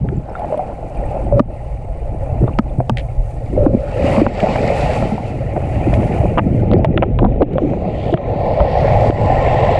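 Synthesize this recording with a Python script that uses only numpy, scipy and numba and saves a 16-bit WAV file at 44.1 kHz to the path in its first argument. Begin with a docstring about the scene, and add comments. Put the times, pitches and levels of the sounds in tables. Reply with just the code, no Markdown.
"""Adrift just under the open sea.

One microphone inside a camera's watertight housing. Right at the wall, water surges and gulps,
and clouds of small pulsating bubbles wash and hiss past. Knocks ring and thump the housing, ticks snap
against it and gurgling water sets it droning. The recorder's limiter ducks after the hardest knocks."""
import sys
import numpy as np
from scipy import signal
from scipy.fft import rfft, irfft, next_fast_len
from scipy.io import wavfile
from scipy.ndimage import uniform_filter1d, minimum_filter1d
from numba import njit

SR = 44100
rng = np.random.default_rng(int(sys.argv[2]) if len(sys.argv) > 2 else 0)


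def to_wav(s):
    """Save 16-bit WAV."""
    ch = np.atleast_2d(s).T  # columns
    pcm = np.round(np.clip(ch, -1, 1) * 32767)  # PCM
    wavfile.write(sys.argv[1], SR, pcm.astype(np.int16))


N = 431738

# surges round the case (arrival [s], rise [s], hold [s], fall [s], heave [dB], buffet [dB], churn [dB])
SURGES = [(0.0, .1, 0.19, 0.095, -31, -19.5, -26.5), (0.45, 0.34, 0.085, 1.4, -39, -54, -31),
          (0.98, 0.13, 0.28, .2, -22, -29, -31.5), (1.33, 0.11, 0.074, 0.21, -18.5, -21, -20),
          (1.72, 0.4, 0.71, .3, -22, -31, -40.5), (2.25, 0.39, 0.18, 1.3, -19, -21.5, -31.5),
          (2.42, 0.022, 0.024, 0.062, -22, -13, -26), (2.92, 0.2, 1.1, 1.1, -27.5, -27, -54),
          (3.6, 0.22, 0.15, 0.1, -20, -16, -20), (4.06, 0.25, 0.24, 0.11, -27, -17, -19),
          (4.47, 0.25, 0.56, 0.55, -29.5, -21.5, -22.5), (5.45, 1, 0.37, 0.27, -30.5, -20.5, -28.5),
          (5.95, 0.45, 0.079, 1.1, -25.5, -14.5, -19.5), (6.42, 0.29, 0.57, 0.46, -22.5, -17, -18.5),
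          (7.2, 0.19, 0.033, 0.53, -13.5, -16.5, -25.5), (7.55, 0.72, 0.19, 0.46, -35.5, -22.5, -18.5),
          (7.95, 0.18, 2.55, 0.54, -31, -22.5, -25.5), (8.92, 0.78, 0.24, 2.5, -21.5, -15.5, -27.5)]
# the water between surges (heave [dB], buffet [dB], churn [dB])
STILL_WATER_DB = (-31.5, -32.5, -48.5)
# bubble clouds drifting past
# (arrival [s], rise [s], hold [s], fall [s], wash [dB], fizz [dB], hiss [dB], spray [dB])
CLOUDS = [(0.38, 0.22, 0.33, 0.26, -27.5, -51, -66, -73), (1.03, 0.49, 0.14, 0.92, -27, -48, -63.5, -65),
          (2.25, 0.62, 0.16, 0.75, -29.5, -52.5, -70, -67), (3.05, 0.54, 1, 0.23, -40.5, -69, -76, -65),
          (4.07, 0.18, 0.078, 0.35, -19.5, -29.5, -44, -52), (4.42, 0.91, 0.31, 0.27, -19, -33, -45, -70),
          (4.8, 0.57, 0.16, 0.45, -18.5, -31, -42.5, -50.5),
          (5.9, 1.32, 0.29, 0.86, -22.5, -37.5, -55.5, -57.5),
          (6.7, 0.14, 0.091, 0.32, -21, -46.5, -68, -106), (7.21, 0.076, 0.035, 0.37, -23, -58, -56.5, -88),
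          (7.58, 0.1, 0.19, 0.36, -31, -58.5, -68, -66), (7.96, 0.19, 0.17, 0.78, -31, -46, -59, -60.5),
          (8.8, 1.5, 0.27, 0.24, -14.5, -34, -46.5, -62), (9.48, 1.3, 0.24, 0.27, -13, -27.5, -46, -70)]
# the water between clouds (wash [dB], fizz [dB], hiss [dB], spray [dB])
CLEAR_WATER_DB = (-36.5, -55.5, -68.5, -69)
# tilt of the wash, brighter while its bubbles are smaller (time [s], slope [dB/octave])
WASH_TILT = [(0, 6.5), (4.35, -1), (4.7, 1), (5.1, 7), (5.3, -1), (6.1, 2), (6.5, -8.5), (7.7, -5),
             (8.2, -4), (8.9, 1), (9.3, 2), (9.79, 1)]
# upper edge of the hiss, set by the smallest bubbles nearby (time [s], cutoff [Hz])
HISS_EDGE = [(0, 13800), (3.6, 13400), (4, 8300), (6.4, 8000), (6.8, 3900), (7.5, 3660), (7.9, 4900),
             (8.12, 4820), (8.22, 3820), (8.45, 5030), (8.65, 5300), (8.9, 7000), (9.2, 8400), (9.79, 8030)]

# spectra of the water at the microphone, from deep to fine (frequency [Hz], level [dB])
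HEAVE_SPECTRUM = [(8, -12), (22, -4), (45, -0.5), (58, -0.5), (75, -26.5), (120, -44)]
BUFFET_SPECTRUM = [(40, -9.5), (62, 0), (85, 2), (130, 3), (160, -7.5), (200, -34.5), (400, -59)]
CHURN_SPECTRUM = [(100, -22.5), (165, -0.5), (230, -1.5), (340, -0.5), (450, -2), (650, -7), (1200, -58.5)]
WASH_SPECTRUM = [(250, -22.5), (430, -7), (545, 3), (610, 2), (690, 0.5), (850, -1.5), (930, -17.5),
                 (1020, -15.5), (1170, -26), (1340, -23.5), (1550, -30), (2500, -45)]
FIZZ_SPECTRUM = [(880, -2), (1060, 2.5), (1200, -1.5), (1350, -1.5), (1600, -8), (1850, 2), (2400, 2.5),
                 (2750, -1.5), (3100, -9), (4500, -47)]
LATE_FIZZ_SPECTRUM = [(880, -9), (1000, 11), (1080, 7.5), (1230, -24.5), (1600, -15), (1820, 1.5),
                      (2330, -3), (2500, -7), (2680, -4.5), (3100, -14), (4500, -33.5)]
HISS_SPECTRUM = [(2200, -18.5), (3250, -3), (3700, -1.5), (4200, -2), (4650, -1.5), (5300, -8.5),
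                 (5750, -8), (6050, -17.5), (6400, -9.5), (6900, -15), (7700, -5.5), (8400, -21.5),
                 (11000, -52)]
SPRAY_SPECTRUM = [(6000, -3.5), (8200, -2), (9800, -3.5), (11000, -7.5), (11800, -19.5), (13500, -19),
                  (15500, -34)]

# knocks on the housing, and the crackle of one overloading hit at 7.42 s
# (time [s], body peak [dB], tone [Hz], ring length [x mode t60], edge peak [dB], edge cutoff [Hz])
KNOCKS_AND_CRACKLE = [(0.088, -34, 1500, .8, -20.5, 3100), (0.445, -10.5, 670, 1.2, -28, 2500),
                      (0.543, -7.5, 643, 1.2, -37, 1500), (1.3951, 8.5, 1200, .7, -3, 8000),
                      (2.438, -11, 430, 1, -31, 1500), (2.478, -11, 620, 1, -31, 3800),
                      (2.588, 6, 1130, .8, -4, 13100), (2.803, -3.5, 686, .9, -23, 2200),
                      (2.896, 6.5, 1060, .8, -2.5, 12000), (3.663, -2, 680, 1, -22, 1700),
                      (3.747, -16, 553, 1, -45, 1500), (4.027, -14, 660, 1.2, -31, 2000),
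                      (4.265, 9.5, 663, 1, -0.5, 2900), (4.429, -5.5, 646, 1, -38, 2000),
                      (4.558, -5.5, 720, 1, -14.5, 2400), (5.025, -3.5, 720, 1.2, -32, 2000),
                      (5.564, -7, 500, 1.1, -26, 3000), (5.931, -8, 650, 1.2, -34, 2000),
                      (6.031, -7, 660, 1.2, -32, 2000), (6.255, -6.5, 540, 1.2, -30, 2000),
                      (6.375, -1.5, 854, 1, -16, 2000), (6.381, 4, 1000, 1.1, -4, 3000),
                      (6.387, 1, 1060, 1.1, -6, 3000), (6.393, 2.5, 850, 1.1, 0, 3000),
                      (6.714, -9, 520, 1, -18, 4400), (6.735, -24, 600, 1, -13.5, 5100),
                      (6.846, 7, 780, 1.1, -0.5, 2940), (6.976, -1.5, 680, 1.1, -2, 3070),
                      (7.024, 0.5, 744, 1.2, -9, 3050), (7.030, 0.5, 850, 1, -10, 3020),
                      (7.035, -7, 696, 1, -14, 3000), (7.189, -5, 1010, 1, -11, 3700),
                      (7.228, -6.5, 630, 1, -38.5, 2000), (7.243, -4, 820, 1, -34, 2020),
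                      (7.248, -4, 673, 1, -19, 3600), (7.261, -8, 844, 1.2, -39, 1510),
                      (7.419, -6, 544, 1, -14.5, 2600), (7.422, 3.5, 840, 1, -15, 5000),
                      (7.428, -1, 450, 1, -15, 3800), (7.582, -2.5, 705, 1.2, -14.5, 4000),
                      (7.735, -10.5, 706, 1, -31, 2000), (8.14, 9, 455, 1.1, -5.5, 3500),
                      (8.174, -13, 1150, 1.3, -15, 3800), (8.603, -4, 880, 1.2, -15.5, 3200),
                      (9.099, 2, 514, 1.2, -21, 3500), (9.106, -2, 500, 1.2, -9, 7000)]
# modes of the water-damped housing (frequency [Hz], t60 [s], level [dB])
HOUSING_MODES = [(320, 0.019, -8), (464, .016, -4), (643, 0.029, 7), (714, 0.033, -1), (914, 0.03, 1),
                 (1220, 0.021, 0.5), (1630, 0.025, -9.5), (2200, .012, -18), (2800, .012, -6)]
# light ticks on the case (time [s], peak [dB], t60 [s])
TICKS = [(0.394, -37, .025), (0.575, -36, .025), (2.972, -12, 0.018), (2.983, -19.5, 0.024),
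         (2.994, -26, 0.068), (3.005, -33, .035), (4.402, -17, .035), (5.939, -17, 0.019),
         (6.382, -21, .04), (6.6, -37, 0.032), (6.734, -38, 0.025), (6.784, -49, 0.028), (6.847, -12, .012),
         (7.031, -27, 0.012), (7.533, -34.5, 0.038), (7.7, -32.5, 0.036)]
# spectra of a knock's sharp edge and of a tick (frequency [Hz], level [dB])
EDGE_SPECTRUM = [(400, 2.5), (800, 4.5), (1300, 17), (2000, 5.5), (2700, 4.5), (3600, -0.5), (4300, -5.5),
                 (6000, -15), (14000, -27.5)]
TICK_SPECTRUM = [(900, -14), (1900, 15), (2600, 15), (4000, 3), (6000, -12), (9500, -12.5), (14000, -39)]

# low gulps, and the thumps that follow knocks (time [s], peak [dB], pitch [Hz], t60 [s])
GULPS_AND_THUMPS = [(0.011, -13.5, 146, 0.15), (0.17, -13, 163, 0.086), (0.353, -18.5, 1370, 0.032),
                    (0.418, -20, 840, 0.16), (0.524, -6.5, 608, 0.06), (0.574, -14.5, 599, 0.15),
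                    (0.593, -10.5, 748, 0.12), (1.324, -4.5, 573, 0.11), (1.33, -10, 114, 0.48),
                    (1.402, 11.5, 236, 0.031), (2.417, -17, 422, 0.039), (2.424, -5, 165, 0.031),
                    (2.438, -5.5, 126, 0.068), (2.441, -6.5, 318, 0.01), (2.592, 5.5, 220, 0.036),
                    (2.781, -7, 122, 0.21), (2.805, -10, 231, 0.04), (2.897, -5, 221, 0.1),
                    (2.915, -4.5, 120, 0.13), (3.173, -7, 36.5, 0.21), (3.529, -13, 345, 0.056),
                    (3.575, -18, 410, 0.042), (3.64, -11, 477, 0.031), (3.665, 8, 288, 0.036),
                    (3.748, 4.5, 231, 0.026), (4.027, -24, 613, 0.037), (4.042, -5, 262, 0.04),
                    (4.177, -3, 219, 0.14), (4.217, 9, 304, 0.039), (4.269, 2.5, 233, 0.038),
                    (4.429, -8.5, 198, 0.055), (4.47, -7, 720, 0.03), (5.12, -8, 211, 0.095),
                    (6.251, -9, 136, 0.044), (6.384, -8, 314, 0.093), (6.402, -8, 187, .09),
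                    (6.464, -6.5, 182, 0.058), (6.742, -7, 357, 0.089), (6.868, -7, 157, 0.32),
                    (7.229, -8, 270, 0.07), (7.263, -6.5, 220, 0.1), (7.407, -4, 480, 0.012),
                    (7.424, 4, 289, 0.056), (7.555, -8.5, 526, 0.1), (7.636, -9, 297, 0.23),
                    (8.125, -7.5, 351, 0.18), (8.141, 6, 154, 0.041), (8.597, -5.5, 57, 0.17),
                    (9.099, 5.5, 330, 0.01)]
# bursts of like-sized bubbles
# (arrival [s], rise [s], hold [s], fall [s], level [dB], centre pitch [Hz], pitch range [octaves])
BURSTS = [(.02, 0.025, 0.14, 0.039, -27.5, 213, 0.76), (0.286, 0.022, 0.03, 0.026, -30, 580, 0.98),
          (.3, 0.09, 0.097, 0.13, -49, 1440, 0.18), (1.151, 0.022, 0.042, 0.029, -27, 636, 0.23),
          (2.418, 0.019, 0.026, 0.017, -15.5, 327, 1.36), (2.48, .008, 0.0146, 0.0102, -27, 520, 2.55),
          (2.784, 0.019, .025, 0.013, -22.5, 329, 1.36), (3.02, .03, 0.064, 0.062, -71, 9160, 0.048),
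          (3.548, 0.045, 0.036, 0.023, -21, 427, 1.76), (3.61, 0.027, 0.054, 0.024, -17.5, 480, 0.78),
          (3.714, 0.029, 0.053, 0.018, -19, 358, 1.7), (3.85, 0.03, 0.071, 0.032, -44, 1390, .12),
          (4.148, .04, 0.036, 0.034, -25, 970, 0.43), (4.465, .012, 0.075, 0.034, -27, 794, 0.34),
          (4.861, 0.12, 0.087, 0.082, -38, 2370, 0.46), (5.18, .01, 0.011, 0.013, -23, 760, .3),
          (5.565, 0.015, 0.014, 0.025, -21, 494, 1.34), (6.214, .01, 0.028, 0.022, -19, 657, 0.34),
          (6.379, 0.005, 0.02, 0.0058, -28, 1440, 1.7), (6.45, 0.0326, 0.041, 0.033, -23, 259, 0.95),
          (6.85, 0.0026, 0.01, 0.0028, -35, 2280, 1.2), (7.229, 0.026, 0.035, 0.04, -13.5, 251, 0.92),
          (7.41, 0.013, 0.018, 0.0088, -8.5, 394, 0.94), (7.62, 0.021, .05, 0.047, -18, 328, 2),
          (7.78, 0.053, 0.18, .08, -29, 255, 0.95), (7.982, 0.15, 0.16, 0.059, -45, 2840, 0.45),
          (8.72, 0.26, 0.19, 0.16, -49, 3070, 0.48), (8.85, 0.095, 0.097, 0.066, -34, 2080, 0.4),
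          (9.58, 0.27, 0.22, 0.085, -39.5, 2770, 0.82)]
# spells of droning in the housing (arrival [s], rise [s], hold [s], fall [s], level [dB])
DRONE_SPELLS = [(1.015, 0.025, 0.024, 0.084, -28), (1.38, 0.066, 0.023, 0.022, -11.5),
                (3.58, 0.029, 0.11, 0.064, -15.5), (3.74, .05, 0.14, 0.061, -24.5),
                (3.97, 0.054, 0.29, 0.022, -18)]
# the resonances that drone (frequency [Hz], width [Hz], level [dB])
DRONE_BANDS = [(558.6, 70, 2.5), (1330, 100, -31.5)]
# short high pings: tiny bubbles and one knock's bright ring (time [s], peak [dB], pitch [Hz], t60 [s])
PINGS = [(.168, -50, 7300, 0.019), (.296, -52, 5250, .03), (.345, -62, 8100, .04), (.36, -50, 3600, 0.036),
         (.394, -46, 10100, .01), (.52, -57, 8300, .04), (.575, -44, 10300, 0.011), (.94, -57, 8790, 0.045),
         (.971, -53, 8120, .045), (1.012, -54, 8440, .035), (1.038, -34, 1870, 0.025),
         (1.055, -47, 8140, 0.045), (1.087, -40, 2670, 0.027), (1.241, -51, 8220, 0.065),
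         (1.548, -57, 9100, 0.035), (1.87, -59, 8200, .04), (2.157, -57, 8930, .035),
         (2.234, -55, 8380, .04), (2.405, -56, 8220, 0.046), (2.474, -46, 3580, 0.017),
         (2.534, -40, 2760, 0.025), (2.696, -57, 8610, .04), (2.697, -49, 3480, 0.018),
         (3.086, -42, 2180, 0.052), (3.372, -48, 8580, .01), (3.536, -50, 8260, .02),
         (6.783, -48, 4740, 0.023), (6.975, -20.5, 3450, 0.014), (7.575, -40, 3320, 0.019)]

TOP_HZ = 15500  # upper limit of the recorder
TIME = np.arange(N) / SR


def swell(heave_gain, buffet_gain):
    """The sea heaves slowly against the case and eddies buffet it."""
    heave = unit(colour(rng.standard_normal(N), HEAVE_SPECTRUM))
    buffet = unit(colour(rng.standard_normal(N), BUFFET_SPECTRUM))
    return heave * heave_gain + buffet * buffet_gain


def churn_and_wash(churn_gain, wash_gain):
    """Big bubbles churn round the case; smaller ones wash through the housing's resonance."""
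    big = swarm(141.2, 499, cycles=9.9, spread_db=3.5, count=2600)
    churn = unit(colour(big, CHURN_SPECTRUM))
    small = swarm(413, 1455, cycles=39, spread_db=3.5, count=3000)
    rush = unit(colour(rng.standard_normal(N), WASH_SPECTRUM))
    wash = unit(rush + 1.05 * unit(colour(small, WASH_SPECTRUM)))
    wash = tilted(wash, curve(WASH_TILT))
    ripple_db = .8 * walk(25)
    return churn * churn_gain + wash * wash_gain * undb(ripple_db)


def bubble_clouds(fizz_gain, hiss_gain, spray_gain):
    """Fine bubbles drift past: the smaller they are, the higher they hiss; all flutter together."""
    flutter_db = walk(22)
    bubbles = unit(crackle(spread_db=3)) + .21 * swarm(1200, 3200, cycles=57, spread_db=3, count=3000)
    early_fizz = unit(colour(bubbles, FIZZ_SPECTRUM))
    late_fizz = unit(colour(bubbles, LATE_FIZZ_SPECTRUM))
    late = np.interp(TIME, [7.6, 8.5], [0, 1])  # the last clouds bring their own mix of bubble sizes
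    fizz = patchy(early_fizz * (1 - late) + late_fizz * late, depth_db=2.35, width_hz=290, life_s=.03)
    edge_hz = curve(HISS_EDGE)
    hiss = unit(colour(crackle(spread_db=9), HISS_SPECTRUM))
    hiss = moving_lowpass(hiss, edge_hz, order=10)
    spray = unit(colour(crackle(spread_db=8), SPRAY_SPECTRUM)) * undb(1.5 * walk(33))
    spray = moving_lowpass(spray, 1.63 * edge_hz, order=5.5)
    return (fizz * fizz_gain + hiss * hiss_gain + spray * spray_gain) * undb(flutter_db)


def knocks(rebound=.32, tone_scatter=.065, off_tone_db_per_octave=22):
    """A contact and two rebounds ring the housing: soft blows reach its low modes, hard ones add an edge.
    Three such clicks in quick succession make the crackle of the overloading hit."""
    out, t = np.zeros(N), np.arange(SR // 10) / SR
    scatter = rng.standard_normal((len(KNOCKS_AND_CRACKLE), 2, len(HOUSING_MODES)))
    for (s, db, tone_hz, length, edge_db, edge_hz), draws in zip(KNOCKS_AND_CRACKLE, scatter):
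        ring = np.zeros(len(t))
        for (hz, t60, mode_db), level_draw, pitch_draw in zip(HOUSING_MODES, *draws):
            gain = undb(mode_db + 2 * level_draw - off_tone_db_per_octave * abs(np.log2(hz / tone_hz)))
            pitch = hz * (1 + tone_scatter * pitch_draw)
            ring += gain * np.sin(2 * np.pi * pitch * t) * fade(t, t60 * length)
        body = ring.copy()
        for lag, strength in rng.random((2, 2)):
            add(body, .00098 + .0048 * lag, rebound * strength * ring)
        add(out, s, undb(db) * soften(body, 1.8 * tone_hz, order=4))
        add(out, s, undb(edge_db) * soften(snap(EDGE_SPECTRUM, t60=.012), edge_hz, order=8))
    return out


def gulps_and_thumps():
    """Low gulps, and the thumps that follow knocks: each a decaying tone that rises slightly."""
    out = np.zeros(N)
    for s, db, hz, t60 in GULPS_AND_THUMPS:
        add(out, s, undb(db) * damped_tone(hz, t60, glide=.027, rise_cycles=.46))
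    return out


def bursts(cycles=16, bubbles_per_cycle=.5, climb_octaves_per_s=.57):
    """Air breaks into bubbles: big ones gurgle, small ones sizzle; the pitch climbs as they get smaller."""
    out = np.zeros(N)
    for (s, rise, hold, fall, db, hz, octaves), draws in zip(BURSTS, rng.random((len(BURSTS), 1200, 3))):
        span = rise + hold + fall
        t = np.arange(int(span * SR)) / SR
        cloud = np.zeros(len(t))
        count = int(bubbles_per_cycle * hz * span) + 2
        for when, size, strength in draws[:count]:
            pitch = hz * 2 ** (octaves * (size - .5) + climb_octaves_per_s * span * (when - .5))
            bubble = damped_tone(pitch, cycles / pitch, glide=.048, rise_cycles=.9)
            add(cloud, when * span, (strength - .5) * bubble)
        envelope = np.interp(t, [0, rise, rise + hold, span], [0, 1, 1, 0])
        add(out, s - rise, undb(db) * unit(cloud) * envelope)
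    return out


def ticks():
    """Light, bright contacts on the case, a wall away from the microphone."""
    out = np.zeros(N)
    for s, db, t60 in TICKS:
        add(out, s, undb(db) * snap(TICK_SPECTRUM, t60))
    return out


def drone():
    """Gurgling water rubs the housing's narrow resonances into a rough, hollow tone."""
    rub, tone = rng.standard_normal(N), np.zeros(N)
    for hz, width, db in DRONE_BANDS:
        band = signal.butter(2, [hz - width / 2, hz + width / 2], "band", fs=SR, output="sos")
        tone += undb(db) * unit(signal.sosfilt(band, rub))
    # the rubbing never lets go, so within a spell the tone wavers without dropping out
    power = uniform_filter1d(tone ** 2, size=1500)
    return unit(tone / np.sqrt(power + .1)) * passing(DRONE_SPELLS)[0]


def pings():
    """Short high pings from tiny bubbles and one knock; faint bubbles twinkle until dense clouds arrive."""
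    out = np.zeros(N)
    for s, db, hz, t60 in PINGS:
        add(out, s, undb(db) * damped_tone(hz, t60, glide=.027, rise_cycles=2.5))
    calm = np.interp(TIME, [.1, .4, 3.4, 3.9], [0, 1, 1, 0])
    twinkle = undb(-71) * swarm(7900, 9200, cycles=110, spread_db=3, count=900)
    return out + calm * twinkle


def damped_tone(hz, t60, glide, rise_cycles):
    """A resonance swells, then dies away as its pitch rises by the fraction glide; peak 1."""
    t = np.arange(int(t60 * SR) + 2) / SR
    onset = 1 - np.exp(-(t * hz / rise_cycles) ** 2)
    ring = np.sin(2 * np.pi * hz * t * (1 + glide * t / t60 / 2)) * onset * fade(t, t60)
    return ring / np.abs(ring).max()


def swarm(lo_hz, hi_hz, cycles, spread_db, count):
    """Many pulsating bubbles of random size and strength, rms 1."""
    out = np.zeros(N)
    for when, size, strength, sign in rng.random((count, 4)):
        hz = lo_hz * (hi_hz / lo_hz) ** size
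        gain = undb(-spread_db * np.log(max(strength, .02))) * np.sign(sign - .5)
        add(out, when * N / SR, gain * damped_tone(hz, cycles / hz, glide=.064, rise_cycles=.32))
    return unit(out)


def crackle(spread_db):
    """Tiny bursting bubbles: sparse pops of uneven size over a smooth hiss."""
    pops = (rng.random(N) < .03) * rng.standard_normal(N)
    pops *= undb(spread_db * np.minimum(rng.exponential(size=N), 2.5))
    return rng.standard_normal(N) + .6 * unit(pops)


def snap(spectrum, t60):
    """A sharp impulse with a brief rattling tail, peak 1."""
    t = np.arange(SR // 20) / SR
    push = .19 * rng.standard_normal(len(t)) * fade(t, t60)
    push[0] += 1
    sound = colour(push, spectrum)
    return sound / np.abs(sound).max()


def patchy(x, depth_db, width_hz, life_s):
    """Bubble sizes come in short-lived patches, so neighbouring pitches swell and fade on their own."""
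    f, s, z = signal.stft(x, SR, nperseg=512)
    patches = rng.standard_normal(z.shape)
    for axis, steps in enumerate([width_hz / f[1], life_s / s[1]]):
        patches = uniform_filter1d(patches, max(int(steps), 1), axis=axis)
    return unit(signal.istft(z * undb(depth_db * unit(patches)), SR)[1][:N])


def tilted(x, db_per_octave, pivot_hz=650):
    """Lean a sound towards its highs or its lows, by a slope that moves with time."""
    f, s, z = signal.stft(x, SR, nperseg=512)
    octaves = np.clip(np.log2(np.maximum(f, 1) / pivot_hz), -.5, .6)
    gain = undb(octaves[:, None] * np.interp(s, TIME, db_per_octave))
    return signal.istft(z * gain, SR)[1][:N]


def moving_lowpass(x, edge_hz, order):
    """Low-pass whose edge moves with time."""
    f, s, z = signal.stft(x, SR, nperseg=512)
    ratio = f[:, None] / np.interp(s, TIME, edge_hz)
    return signal.istft(z / np.sqrt(1 + ratio ** (2 * order)), SR)[1][:N]


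def soften(x, hz, order):
    """Low-pass a blow and scale it to peak 1."""
    x = signal.sosfilt(signal.butter(order, min(hz, TOP_HZ), fs=SR, output="sos"), x)
    return x / np.abs(x).max()


def colour(x, spectrum):
    """Causal filter with the given (frequency [Hz], level [dB]) response, built from its cepstrum."""
    size = next_fast_len(len(x) + 4096, real=True)
    hz, db = np.transpose(spectrum)
    f = np.maximum(np.arange(size // 2 + 1) * SR / size, 1)
    octaves_outside = np.maximum(np.log2(f / hz[-1]), 0) + np.maximum(np.log2(hz[0] / f), 0)
    shape_db = np.interp(np.log(f), np.log(hz), db) - 24 * np.minimum(octaves_outside, 2)
    cepstrum = irfft(np.log(undb(shape_db)), size)
    cepstrum[1:size // 2] *= 2
    cepstrum[size // 2 + 1:] = 0
    return irfft(rfft(x, size) * np.exp(rfft(cepstrum)), size)[:len(x)]


def passing(table, slope_db=20):
    """Gain of each layer: events move by slope_db per rise or fall time, and overlaps add in power."""
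    t, power = np.arange(0, N, 32) / SR, 0
    for s, rise, hold, fall, *levels_db in table:
        before = np.maximum((s - t) / max(rise, .005), 0)
        after = np.maximum((t - s - hold) / max(fall, .005), 0)
        power += undb(np.array(levels_db)[:, None] - slope_db * (before + after)) ** 2
    return [np.interp(TIME, t, np.sqrt(p)) for p in power]


def over_floor(floor_db, gains):
    """Each layer's gain on top of its steady floor."""
    return [np.hypot(undb(db), gain) for db, gain in zip(floor_db, gains)]


def walk(rate_hz):
    """Random levels held 1 / rate_hz seconds and smoothed twice, rms 1."""
    hold = int(SR / rate_hz)
    steps = np.repeat(rng.standard_normal(N // hold + 1), hold)
    return unit(uniform_filter1d(uniform_filter1d(steps, hold), hold)[:N])


def curve(table):
    """Rows of (time [s], value) joined by straight lines."""
    return np.interp(TIME, *np.transpose(table))


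def fade(t, t60):
    """Free decay, 60 dB down after t60."""
    return np.exp(-np.log(1000) * t / max(t60, 1e-4))


def add(out, s, sound):
    """Mix a sound in from time s."""
    i = int(np.clip(s * SR, 0, N - 1))
    out[i:i + len(sound)] += sound[:len(out) - i]


def undb(db):
    """Decibels to gain."""
    return 10 ** (np.asarray(db) / 20)


def unit(x):
    """Scale to rms 1."""
    return x / np.sqrt(np.mean(x ** 2))


def scene():
    """Surges drive the rumble, clouds the wash and hiss; all reaches one microphone through the wall."""
    heave, buffet, churn = over_floor(STILL_WATER_DB, passing(SURGES))
    wash, fizz, hiss, spray = over_floor(CLEAR_WATER_DB, passing(CLOUDS))
    sea = swell(heave, buffet) + churn_and_wash(churn, wash) + bubble_clouds(fizz, hiss, spray)
    return (sea + drone() + pings() + knocks() + bursts() + gulps_and_thumps() + ticks())[None]


@njit
def follow_peaks(size, release):
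    """The limiter's detector jumps up at once and sinks back slowly."""
    out, held = np.empty(len(size)), 0.
    for i in range(len(size)):
        held = max(size[i], held * release)
        out[i] = held
    return out


def record(dry, ceiling=.97, release_s=.1):
    """The recorder's limiter eases down just ahead of each peak and recovers slowly; the top is cut."""
    peak = follow_peaks(np.abs(dry[0]), np.exp(-1 / (release_s * SR)))
    gain = ceiling / np.maximum(peak, ceiling)
    gain = uniform_filter1d(minimum_filter1d(gain, size=61), size=61)  # look-ahead
    top_cut = signal.ellip(8, .2, 70, TOP_HZ, fs=SR, output="sos")
    return signal.sosfilt(top_cut, dry * gain)


dry = scene()
out = record(dry)
to_wav(out)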